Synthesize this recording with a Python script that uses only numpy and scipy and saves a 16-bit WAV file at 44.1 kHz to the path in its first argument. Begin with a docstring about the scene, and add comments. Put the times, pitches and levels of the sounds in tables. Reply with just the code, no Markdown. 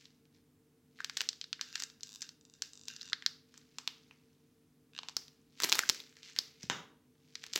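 """Sealing a plastic bag

A small handheld heat sealer is drawn along the edge of a thin plastic bag, close by. Creases snap,
the film sticks and slips between the jaws, and the bag is pulled free with a loud crinkle.
The hollow sealer then knocks down on the table. A small room echoes, over a faint hum."""
import sys
import numpy as np
from scipy import signal
from scipy.fft import rfft, irfft, next_fast_len
from scipy.io import wavfile

SR = 44100
rng = np.random.default_rng(int(sys.argv[2]) if len(sys.argv) > 2 else 0)


def output_pcm(signal):
    """Save a mono or channel-first signal as 16-bit PCM at the path in sys.argv[1].

    Samples are clipped to [-1, 1] before scaling.
    """
    pcm = np.clip(np.atleast_2d(signal).T, -1, 1) * 32767
    wavfile.write(sys.argv[1], SR, np.round(pcm).astype(np.int16))


N = 334719
TIME = np.arange(N) / SR
CLICK_SAMPLES = 2048
FREQS = np.fft.rfftfreq(CLICK_SAMPLES, 1 / SR)  # the frequencies a click is built from


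def amp(db):
    """Turns decibels into a gain to multiply by."""
    return 10 ** (np.asarray(db) / 20)


def unit(x):
    """Scales a signal to an average (rms) level of one."""
    return x / np.sqrt(np.mean(x ** 2) + 1e-20)


def look_up(table, hz=FREQS):
    """Reads between the rows of a table, on a logarithmic frequency scale."""
    row_hz, value = np.transpose(table)
    return np.interp(np.log(hz + 1), np.log(row_hz + 1), value)


def noise(tone):
    """Steady noise of level one, shaped by a tone table."""
    size = next_fast_len(N)
    gain = amp(look_up(tone, np.fft.rfftfreq(size, 1 / SR)))
    return unit(irfft(rfft(rng.standard_normal(N), size) * gain, size)[:N])


def add(mix, start_s, sound):
    """Mixes a sound in at the given time."""
    part = mix[max(round(start_s * SR), 0):][:len(sound)]
    part += sound[:len(part)]


def resonance(hz, width_hz):
    """A peak of gain around one pitch: the narrower it is, the longer it rings."""
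    return 1 / (1 + ((FREQS ** 2 - hz ** 2) / ((FREQS + 1) * width_hz)) ** 2)


def click(gain):
    """The sharpest click that starts at time zero and has this gain at each frequency."""
    log_gain = np.log(np.maximum(gain, 1e-5))
    mirrored = np.concatenate([log_gain, log_gain[-2:0:-1]])
    return np.fft.ifft(np.exp(np.conj(signal.hilbert(mirrored)))).real


def smear(pulse, lag_at_4khz_s=0.0003076):
    """High bending waves outrun low ones, so a click spreads out a little."""
    cycles = 2 * lag_at_4khz_s * np.sqrt(4000 * np.fft.rfftfreq(len(pulse), 1 / SR))
    return irfft(rfft(pulse) * np.exp(-2j * np.pi * cycles))


def drift(per_s):
    """A slow random curve that wanders around zero."""
    times = np.arange(0, TIME[-1] + 1, 1 / per_s)
    return np.interp(TIME, times, rng.standard_normal(len(times))) * np.sqrt(3 / 2)


# Tone of the quiet room (frequency [Hz], level [dB])
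ROOM_NOISE_TONE = [(15, -65), (25, -30.5), (97, -11), (120, -15), (145, -6.5), (195, -14.5), (242, -6),
                   (309, -13), (335, -18.5), (384, -17), (416, -19), (451, -11.5), (531, -27),
                   (2840, -34.5), (16000, -38.5)]
# Notes in the electrical hum (frequency [Hz], level [dB])
HUM_NOTES = [(100, -89.5), (150.2, -79), (250.3, -76.5), (300, -81.5), (450.5, -79)]
def background(noise_db=-71):
    """Low room noise and a mains hum that wavers slightly."""
    out = amp(noise_db) * noise(ROOM_NOISE_TONE)
    for hz, db in HUM_NOTES:
        waver = 1 + 0.12 * drift(4)
        out += amp(db) * unit(waver * np.sin(2 * np.pi * hz * TIME + 0.15 * drift(3)))
    return out


def effort(moves):
    """Level in dB of hand movements over time: each swells to a peak and dies away."""
    power = np.zeros(N)
    for peak_s, db, rise_s, fall_s in moves:
        away = np.maximum((peak_s - TIME) / rise_s, (TIME - peak_s) / fall_s)
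        power += amp(db - 20 * np.minimum(away, 10)) ** 2
    return 10 * np.log10(power)


def tiny_clicks(level_db, gain, per_s, spread_db, width_hz=3500, flat_gain=0.34, pitches=5):
    """Countless tiny clicks of random size blend together and follow a level curve."""
    out = np.zeros(N)
    for hz in np.linspace(1500, 8000, pitches):
        sizes = amp(spread_db * np.minimum(rng.exponential(1, N), 4))
        chance = rng.uniform(-1, 1, N)  # a crease may flip either way
        spikes = sizes * np.sign(chance) * (abs(chance) < per_s / pitches / SR)
        tick = smear(click(gain * (resonance(hz, width_hz) + flat_gain)))
        out += signal.oaconvolve(spikes, tick)[:N]
    return amp(level_db) * unit(out)


# Hands bending the loose film (peak time [s], level [dB], 20 dB rise [s], 20 dB fall [s])
BENDS = [(.01, -65, 0.1, 0.16), (.35, -72.5, 0.028, 0.067), (1.0, -64, 0.075, 0.14),
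         (1.22, -52.5, 0.12, 0.11), (3.575, -70, 0.14, 0.09), (3.82, -73.5, 0.67, 0.9),
         (4.08, -79, 0.35, 0.18), (5.0, -68, 0.073, 0.5), (5.2, -66, .05, .12), (5.64, -39, 0.048, .05),
         (5.755, -44, 0.13, 0.2), (5.95, -52, 0.2, 0.16), (6.28, -58, .14, 0.16), (6.45, -65.5, 0.11, 0.33),
         (6.625, -55.5, 0.032, 0.083), (7.43, -60.5, 0.2, 0.28), (7.575, -43.5, 0.046, 0.051)]
# Tone of the soft rustle (frequency [Hz], level [dB])
RUSTLE_TONE = [(200, -33.5), (700, -18), (1600, -5.5), (2200, 2), (3800, 1), (6000, -0.5), (7500, -6.5),
               (9500, -22.5), (12000, -20.5), (16000, -23.5)]
# Tone of the brittle crack that starts a snap (frequency [Hz], level [dB])
CRACK_TONE = [(20, -43.5), (120, -9), (400, 2.5), (620, -5), (900, 1.5), (6500, -3.5), (9500, -7.5),
              (12000, -5.5), (16000, -7.5)]
def crinkle(hard_bend_db=-48, steepness=2.4, brittle_db=-56):
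    """The loose film rustles softly; hard bending adds bright, brittle cracks."""
    bending_db = effort(BENDS)
    rustle = tiny_clicks(bending_db, amp(look_up(RUSTLE_TONE)), per_s=900, spread_db=2.5)
    cracking_db = brittle_db + steepness * (bending_db - hard_bend_db)
    brittle = amp(look_up(CRACK_TONE))
    cracks = tiny_clicks(cracking_db, brittle, per_s=1200, spread_db=10.5, flat_gain=4.9, pitches=1)
    return rustle + cracks


# Tone the film gives to every snap (frequency [Hz], level [dB])
FILM_TONE = [(100, -13), (300, -4.5), (800, -2.5), (6500, 0.5), (7800, -2.5), (9500, -21.5), (12000, -14.5),
             (16000, -15)]
def small_snaps(effort_db, per_s=55, level_db=-25, usual_effort_db=-60, ring_hz=4600, sheet_hz=1650):
    """Small creases give way at random moments, louder the harder the film is worked."""
    out = np.zeros(N)
    film, brittle = amp(look_up(FILM_TONE)), amp(look_up(CRACK_TONE))
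    for k, (late, size, pitch, body) in enumerate(rng.standard_normal((800, 4))):
        start_s = (k + late / 2) / per_s
        if 0 < start_s < TIME[-1]:
            ring = resonance(ring_hz * 2 ** (0.34 * pitch), width_hz=2200)
            sheet = amp(-5 + 5 * body) * resonance(sheet_hz, sheet_hz / 2)
            gain = np.hypot(film * np.hypot(ring, sheet), brittle * amp(-24))
            db = level_db + 0.96 * (effort_db[int(start_s * SR)] - usual_effort_db) + 3 * size
            add(out, start_s, amp(db) * smear(click(gain)))
    return out


def flutter(pulse, strength=0.53, decay_s=0.0021, delay_s=0.0005):
    """Ripples cross the sheet and come back for a few milliseconds after a snap."""
    t = TIME[:512]
    waves = rng.standard_normal(len(t)) * np.exp(-t / decay_s) * (t > delay_s)
    waves *= strength / np.linalg.norm(waves)
    waves[0] = 1  # the snap itself
    return signal.fftconvolve(pulse, waves / np.sqrt(1 + strength ** 2))


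# The sheet rings lower as film comes free of the jaws, higher when held tight (time [s], pitch [Hz])
SHEET_PITCH = [(1, 1730), (3.3, 1650), (3.8, 1124), (5.15, 1036), (5.6, 1426), (5.71, 910), (5.8, 1882),
               (7.35, 2000), (7.56, 1040)]
# Loud creases snapping (time [s], level [dB], ring pitch [Hz], ring width [Hz],
# sheet compared with ring [dB], base crack compared with ring [dB], relative room echo [dB])
CREASE_SNAPS = [(0.055, -19, 3860, 2400, -30, -29, -9.5), (.254, -38, 3480, 4000, -5, -28, -7),
                (0.9885, -23.5, 4140, 1186, 6.5, -24, 4), (1.0454, -1.5, 3940, 4560, -4.5, -20, -13.5),
                (1.097, -7, 4100, 3500, 4, -22, -13.5), (1.1697, 1, 3780, 2090, -13, -19, -6),
                (1.1724, -1.5, 5360, 6900, -2, -26, -11), (1.2069, 3, 3450, 4100, -3, -49, -17.5),
                (1.2151, -2.5, 4170, 3640, -2, -11, -17), (1.2893, 5.5, 4720, 3480, -17, -48, -15.5),
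                (1.3302, -12.5, 4220, 2200, -7, -24, -16), (1.4134, -3.5, 3930, 3000, -23, -48, -11.5),
                (1.4415, -7.5, 4230, 1500, -8.5, -35, -17), (1.5292, 2.5, 3800, 2550, -8.5, -46, -14.5),
                (1.5938, -29.5, 3670, 1200, 18.5, -21, -11), (1.6119, 1, 4370, 3300, -5, -25, -8.5),
                (1.7558, -1.5, 3980, 4900, -1.5, -30, -10), (1.797, -15, 5530, 7000, -4, -21, -5),
                (1.8008, -7, 5830, 7000, -3.5, -25, -11), (1.8223, -5, 4830, 3900, -4, -14, -23),
                (1.8364, -3, 5800, 6200, -10.5, -27, -13), (1.9002, -19.5, 4330, 2800, -6, -33, -25),
                (2.008, -19.5, 4730, 2900, -19, -19.5, -8), (2.0327, -6, 5470, 5000, -35, -35, -9),
                (2.2084, -18.5, 7080, 7000, -15, -22, -5), (2.2195, -7.5, 5540, 7050, -16, -38, -10),
                (2.2251, -5.5, 5200, 2400, -7, -40, -14), (2.2911, -13, 4660, 3400, -10, -23, -14),
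                (2.6214, 0.5, 5300, 4850, -10.5, -22.5, -12), (2.883, -6, 4990, 5610, -15.5, -19, -13),
                (2.9638, -12, 5010, 3590, -11, -30, -10.5), (3.0124, -4.5, 4110, 1384, -21, -35.5, -15),
                (3.0178, -16, 4960, 2600, -15, -20.5, -9), (3.03, -13, 5190, 2200, -7, -35.5, -13.5),
                (3.1312, 10, 4030, 1380, -4.5, -48.5, -16.5), (3.2232, -14.5, 2950, 3000, 2.5, -39, -8),
                (3.2626, 12.5, 4410, 1900, -9.5, -30, -16), (3.541, -28, 5000, 6240, 5.5, -37.5, -4),
                (3.577, -19.5, 7000, 6000, -12, -15, -11), (3.785, -7.5, 4450, 7050, 1, -31, -9.5),
                (3.876, 4.5, 3490, 2640, -9, -24, -12.5), (4.1102, -18, 2440, 1210, -4, -31, -6.5),
                (4.9887, -1.5, 3520, 2070, -2.5, -48, -15), (5.0326, -11, 3370, 2400, 1.5, -44.5, -7),
                (5.086, -6, 3820, 3800, -1.5, -29, -13), (5.095, -17, 4410, 4030, 3, -20, -13),
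                (5.1672, 7, 5090, 2000, -20.5, -19.5, -13), (5.2814, -20.5, 4170, 2860, -31, -14, -12),
                (5.602, -6, 4310, 7040, 8.5, -9.5, -7.5), (5.6218, -4, 7450, 1310, -31.5, -5.5, -10),
                (5.6349, 6.5, 4400, 2830, -9.5, -13.5, -17.5), (5.6411, 2.5, 5640, 7000, -11.5, -10.5, -14),
                (5.691, -3.5, 3200, 1230, 1, -7, -13), (5.696, 0.5, 5900, 5800, -19, -23.5, -14),
                (5.7198, 4.5, 3750, 5770, 1.5, -15, -19), (5.7255, 12.5, 3530, 3900, -12, -17.5, -15.5),
                (5.734, 3, 4840, 1225, -29, -15.5, -3), (5.7462, 1, 4294, 1690, -9, -21.5, -16.5),
                (5.7539, -3.5, 5520, 3050, -8.5, -2, -13.5), (5.7865, -4.5, 3300, 2705, -3.5, -7, -13.5),
                (5.7912, 6, 6400, 7010, 7, -8.5, -15.5), (5.8911, 6, 5700, 6970, -4.5, -45, -15.5),
                (5.897, 12, 4610, 3610, -17, -15, -16.5), (5.947, -12.5, 5130, 4300, -2, -13, -16),
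                (6.0024, -5, 3880, 1250, -26, -22, -18), (6.168, -26, 4470, 5900, 4.5, -16, -1.5),
                (6.2309, -15.5, 3560, 2960, -29, -30, 0.5), (6.3632, -9.5, 3880, 2960, 0, -18.5, -1.5),
                (6.388, 11, 4560, 2090, -33, -22, -13.5), (6.6313, -8.5, 5500, 1714, -9.5, -23, -9),
                (7.3545, -4.5, 4500, 2600, -5, -27, -13), (7.439, -9.5, 2370, 4620, -21, -20, -11),
                (7.465, -15.5, 4200, 4750, -14, -12, -18), (7.5304, -13, 5300, 2800, -24, -25, -10),
                (7.535, -3, 4390, 5600, -30, -23, -9.5), (7.5565, -3, 7340, 1200, -30, -9, -12),
                (7.5597, 5.5, 3770, 5030, -21, -15, -18)]
def loud_snaps(echo_boost_db=0.2, widen=1.1):
    """Each crease cracks, ringing its own small patch and the wider sheet; gives (direct, to room)."""
    near, to_room = np.zeros(N), np.zeros(N)
    film, brittle = amp(look_up(FILM_TONE)), amp(look_up(CRACK_TONE))
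    for start_s, db, hz, width_hz, sheet_db, crack_db, room_db in CREASE_SNAPS:
        sheet_hz = np.interp(start_s, *np.transpose(SHEET_PITCH))
        sheet = film * amp(sheet_db) * resonance(sheet_hz, 0.62 * sheet_hz)
        crack = brittle * amp(crack_db + 0.13 * db)  # harder snaps are brighter
        shared_power = sheet ** 2 + crack ** 2
        direct = click(np.sqrt((film * resonance(hz, width_hz)) ** 2 + shared_power))
        # the room hears the ring from all sides of the crease
        all_round = click(np.sqrt((film * resonance(hz, width_hz * widen)) ** 2 / widen + shared_power))
        add(near, start_s, amp(db) * flutter(smear(direct)))
        add(to_room, start_s, amp(db + room_db + echo_boost_db) * all_round)
    return near, to_room


# Tight patches of film popping through (time [s], peak level [dB], pitch [Hz], rise time [s])
FILM_POPS = [(1.0041, -30, 1596, 0.0009), (3.1228, -41.5, 1445, 0.00074), (5.8343, -28.5, 1570, 0.0012)]
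def pops(roughness=0.19):
    """A patch of film flips and swings unevenly for about ten cycles."""
    out, t = np.zeros(N), TIME[:CLICK_SAMPLES]
    for start_s, db, hz, rise_s in FILM_POPS:
        swell = t / rise_s * np.exp(1 - t / rise_s)
        buckling = unit(irfft(rfft(rng.standard_normal(len(t))) * resonance(hz, 2 * hz)))
        add(out, start_s, amp(db) * swell * (np.sin(2 * np.pi * hz * t) + roughness * buckling))
    return out


# Dull bumps of fingers and sealer (time [s], peak level [dB], pitch [Hz])
FINGER_BUMPS = [(1.207, -47, 460), (5.634, -41, 370), (5.645, -37, 330), (5.727, -49, 480),
                (5.754, -46.5, 420), (5.792, -41, 450), (5.897, -39, 380), (6.387, -50, 380),
                (6.638, -41.5, 160), (7.561, -37.5, 380)]
def bumps():
    """Fingers and the sealer's shell make low thuds that die almost at once."""
    out = np.zeros(N)
    for start_s, db, hz in FINGER_BUMPS:
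        thud = click(resonance(hz, 0.92 * hz))
        add(out, start_s, amp(db) * thud / abs(thud).max())
    return out


# Ringing of the jaws and the film stretched between them (pitch [Hz], width [Hz], level [dB])
JAW_RINGS = [(1600, 260, 0), (2750, 380, 1), (3695, 320, 2), (4070, 240, -5), (4840, 220, -0.5),
             (5900, 730, -4), (6940, 610, -5), (13040, 2000, -17.5)]
def jaws():
    """How strongly the jaws ring at each frequency."""
    return np.sqrt(sum((amp(db) * resonance(hz, width_hz)) ** 2 for hz, width_hz, db in JAW_RINGS))


# Tugs of the sealer along the film (peak time [s], level [dB], 20 dB rise [s], 20 dB fall [s])
SEALER_TUGS = [(1.35, -74, 0.073, 0.14), (1.72, -58.5, 0.096, 0.2), (1.81, -49.5, 0.14, 0.044),
               (2.05, -70.5, 0.088, .2), (2.23, -52, 0.028, 0.052), (2.56, -74, 0.087, 0.086),
               (2.645, -56, 0.026, 0.065), (2.89, -50.5, .02, 0.1), (3.02, -58.5, 0.069, 0.19)]
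def rubbing():
    """The film rubs through the jaws with each tug, and its fine friction makes them ring."""
    return tiny_clicks(effort(SEALER_TUGS), jaws(), per_s=950, spread_db=4.0)


# Runs of sticking and slipping (first slip [s], last slip [s], slips [count], relative level [dB],
# growth over the run [dB], ring pitch [Hz], relative crack level [dB])
SLIP_RUNS = [(2.0625, 2.1584, 11, -25.5, 8.5, 5360, -14), (2.4105, 2.538, 4, -28.5, 3.5, 5800, -37),
             (2.7343, 2.8735, 8, -26, -5.5, 5800, -31.5), (3.055, 3.0995, 5, -24, 5.5, 4750, -33),
             (4.934, 4.98, 4, -20.5, 9, 2550, -40)]
def slips(boost_db=5, sheet_hz=1100, jitter=0.05, scatter_db=2.2, pitch_scatter=0.03):
    """The jaws tick each time the film lets go, each tick from a slightly different length of film."""
    out, brittle = np.zeros(N), amp(look_up(CRACK_TONE))
    rings = jaws() + amp(-15) * resonance(4500, 4000) + amp(-3) * resonance(7800, 1100)
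    rings *= amp(look_up(FILM_TONE))
    sheet = amp(-17) * resonance(sheet_hz, sheet_hz / 2)
    for first_s, last_s, count, db, growth_db, hz, crack_db in SLIP_RUNS:
        crack = brittle * amp(crack_db) * FREQS / FREQS[-1]  # so small a crack gives off only treble
        gain = rings * resonance(hz, 1.084 * hz) + sheet + crack
        for progress, (late, size, pitch) in zip(np.linspace(0, 1, count), rng.standard_normal((32, 3))):
            retuned = np.interp(FREQS * (1 + pitch_scatter * pitch), FREQS, gain)
            start_s = first_s + (last_s - first_s) * (progress + jitter * late / count)
            tick_db = db + boost_db + growth_db * (progress - 0.5) + scatter_db * size
            add(out, start_s, amp(tick_db) * smear(click(retuned)))
    return out


# Ringing of the sealer's hollow shell (pitch [Hz], width [Hz], relative level [dB])
SHELL_RINGS = [(795, 21, -4), (969, 60, -0.5), (1198, 28, -8), (1486, 49, -4), (2000, 27, -7),
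               (2290, 43, -18), (2800, 15, -1), (3030, 140, -5), (3320, 85, -6), (3700, 180, -1)]
# Tone of the shell hitting the table (frequency [Hz], relative level [dB])
KNOCK_TONE = [(30, -56), (70, -16), (155, 2), (230, -2.5), (310, -3.5), (500, -6.5), (700, -10.5),
              (1000, -4.5), (1600, -1.5), (2400, -6.5), (3400, -5.5), (4400, -11.5), (6800, -6),
              (9200, -35), (16000, -35)]
# The sealer landing (time [s], level [dB])
LANDINGS = [(6.699, 6)]
def set_down(room_db=-1, rattle_db=-8, rattle_s=0.0036, rings_db=-3, body_db=-1):
    """The sealer lands and rattles, far enough off to fill the room; gives (direct, to room)."""
    near, to_room = np.zeros(N), np.zeros(N)
    rings = sum(amp(db + rings_db) * resonance(hz, width_hz) for hz, width_hz, db in SHELL_RINGS)
    knock = click(amp(look_up(KNOCK_TONE) + body_db) + rings)
    rattle = rng.standard_normal(CLICK_SAMPLES) * np.exp(-TIME[:CLICK_SAMPLES] / rattle_s)
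    rattle *= amp(rattle_db) / np.linalg.norm(rattle)
    for start_s, db in LANDINGS:
        add(near, start_s, amp(db) * smear(knock))
        add(near, start_s, amp(db) * signal.fftconvolve(knock, rattle))
        add(to_room, start_s, amp(db + room_db) * knock)
    return near, to_room


# Quick echoes off the hands, table and case (delay [s], gain [ratio])
NEAR_ECHOES = [(.0048, 0.03), (.0075, -0.021), (.0092, .05)]
def with_near_echoes(sound):
    """The direct sound plus its first bounces off things close by."""
    out = sound.copy()
    for delay_s, gain in NEAR_ECHOES:
        add(out, delay_s, gain * sound)
    return out


# How long the room rings (frequency [Hz], time to fade by 60 dB [s])
ROOM_FADE = [(120, 0.43), (400, 0.59), (1800, 0.4), (4500, 0.36), (8000, 0.29), (15000, 0.52)]
def room_echo(sound, delay_s=0.0046):
    """Many bounces blur into one tail, in which each frequency fades at its own speed."""
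    bounces = rng.standard_normal(SR) * (TIME[:SR] > delay_s)
    hz, t, bands = signal.stft(bounces, SR, nperseg=256)
    fade = amp(-60 * t / look_up(ROOM_FADE, hz)[:, None])
    tail = signal.istft(bands * fade, SR, nperseg=256)[1]
    return signal.fftconvolve(sound, tail / np.linalg.norm(tail))[:N]


# Tone of the faint noise that sets left apart from right (frequency [Hz], level [dB])
STEREO_NOISE_TONE = [(20, -7.5), (60, -12), (150, -5), (400, -4.5), (1000, -10.5), (4000, -11),
                     (16000, -21.5)]
def stereo_width(to_room, noise_db=-91, echo_db=-25):
    """A little noise and room echo, to add on one side and subtract on the other."""
    return amp(noise_db) * noise(STEREO_NOISE_TONE) + amp(echo_db) * room_echo(to_room)


def scene(handling_room_db=-7, sliding_room_db=-6, pop_room_db=-17, tug_creases_db=3):
    """Mixes all the sounds in the room, nearly alike on the left and right."""
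    crackle, crackle_to_room = loud_snaps()
    knock, knock_to_room = set_down()
    creasing_db = np.maximum(effort(BENDS), effort(SEALER_TUGS) + tug_creases_db)
    handling = bumps() + crinkle() + small_snaps(creasing_db)
    sliding = slips() + rubbing()
    popping = pops()
    to_room = crackle_to_room + knock_to_room + amp(handling_room_db) * handling
    to_room += amp(sliding_room_db) * sliding + amp(pop_room_db) * popping
    near = with_near_echoes(crackle + handling + sliding + popping + knock)
    middle = near + room_echo(to_room) + background()
    side = stereo_width(to_room)
    return np.array([middle + side, middle - side])


def record(dry):
    """Cuts away the very highest treble, above 16100 Hz."""
    low_pass = signal.firwin(255, 16100, window=("kaiser", 8), fs=SR)
    return signal.oaconvolve(dry, low_pass[None], "same", axes=1)


dry = scene()
out = record(dry)
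output_pcm(out)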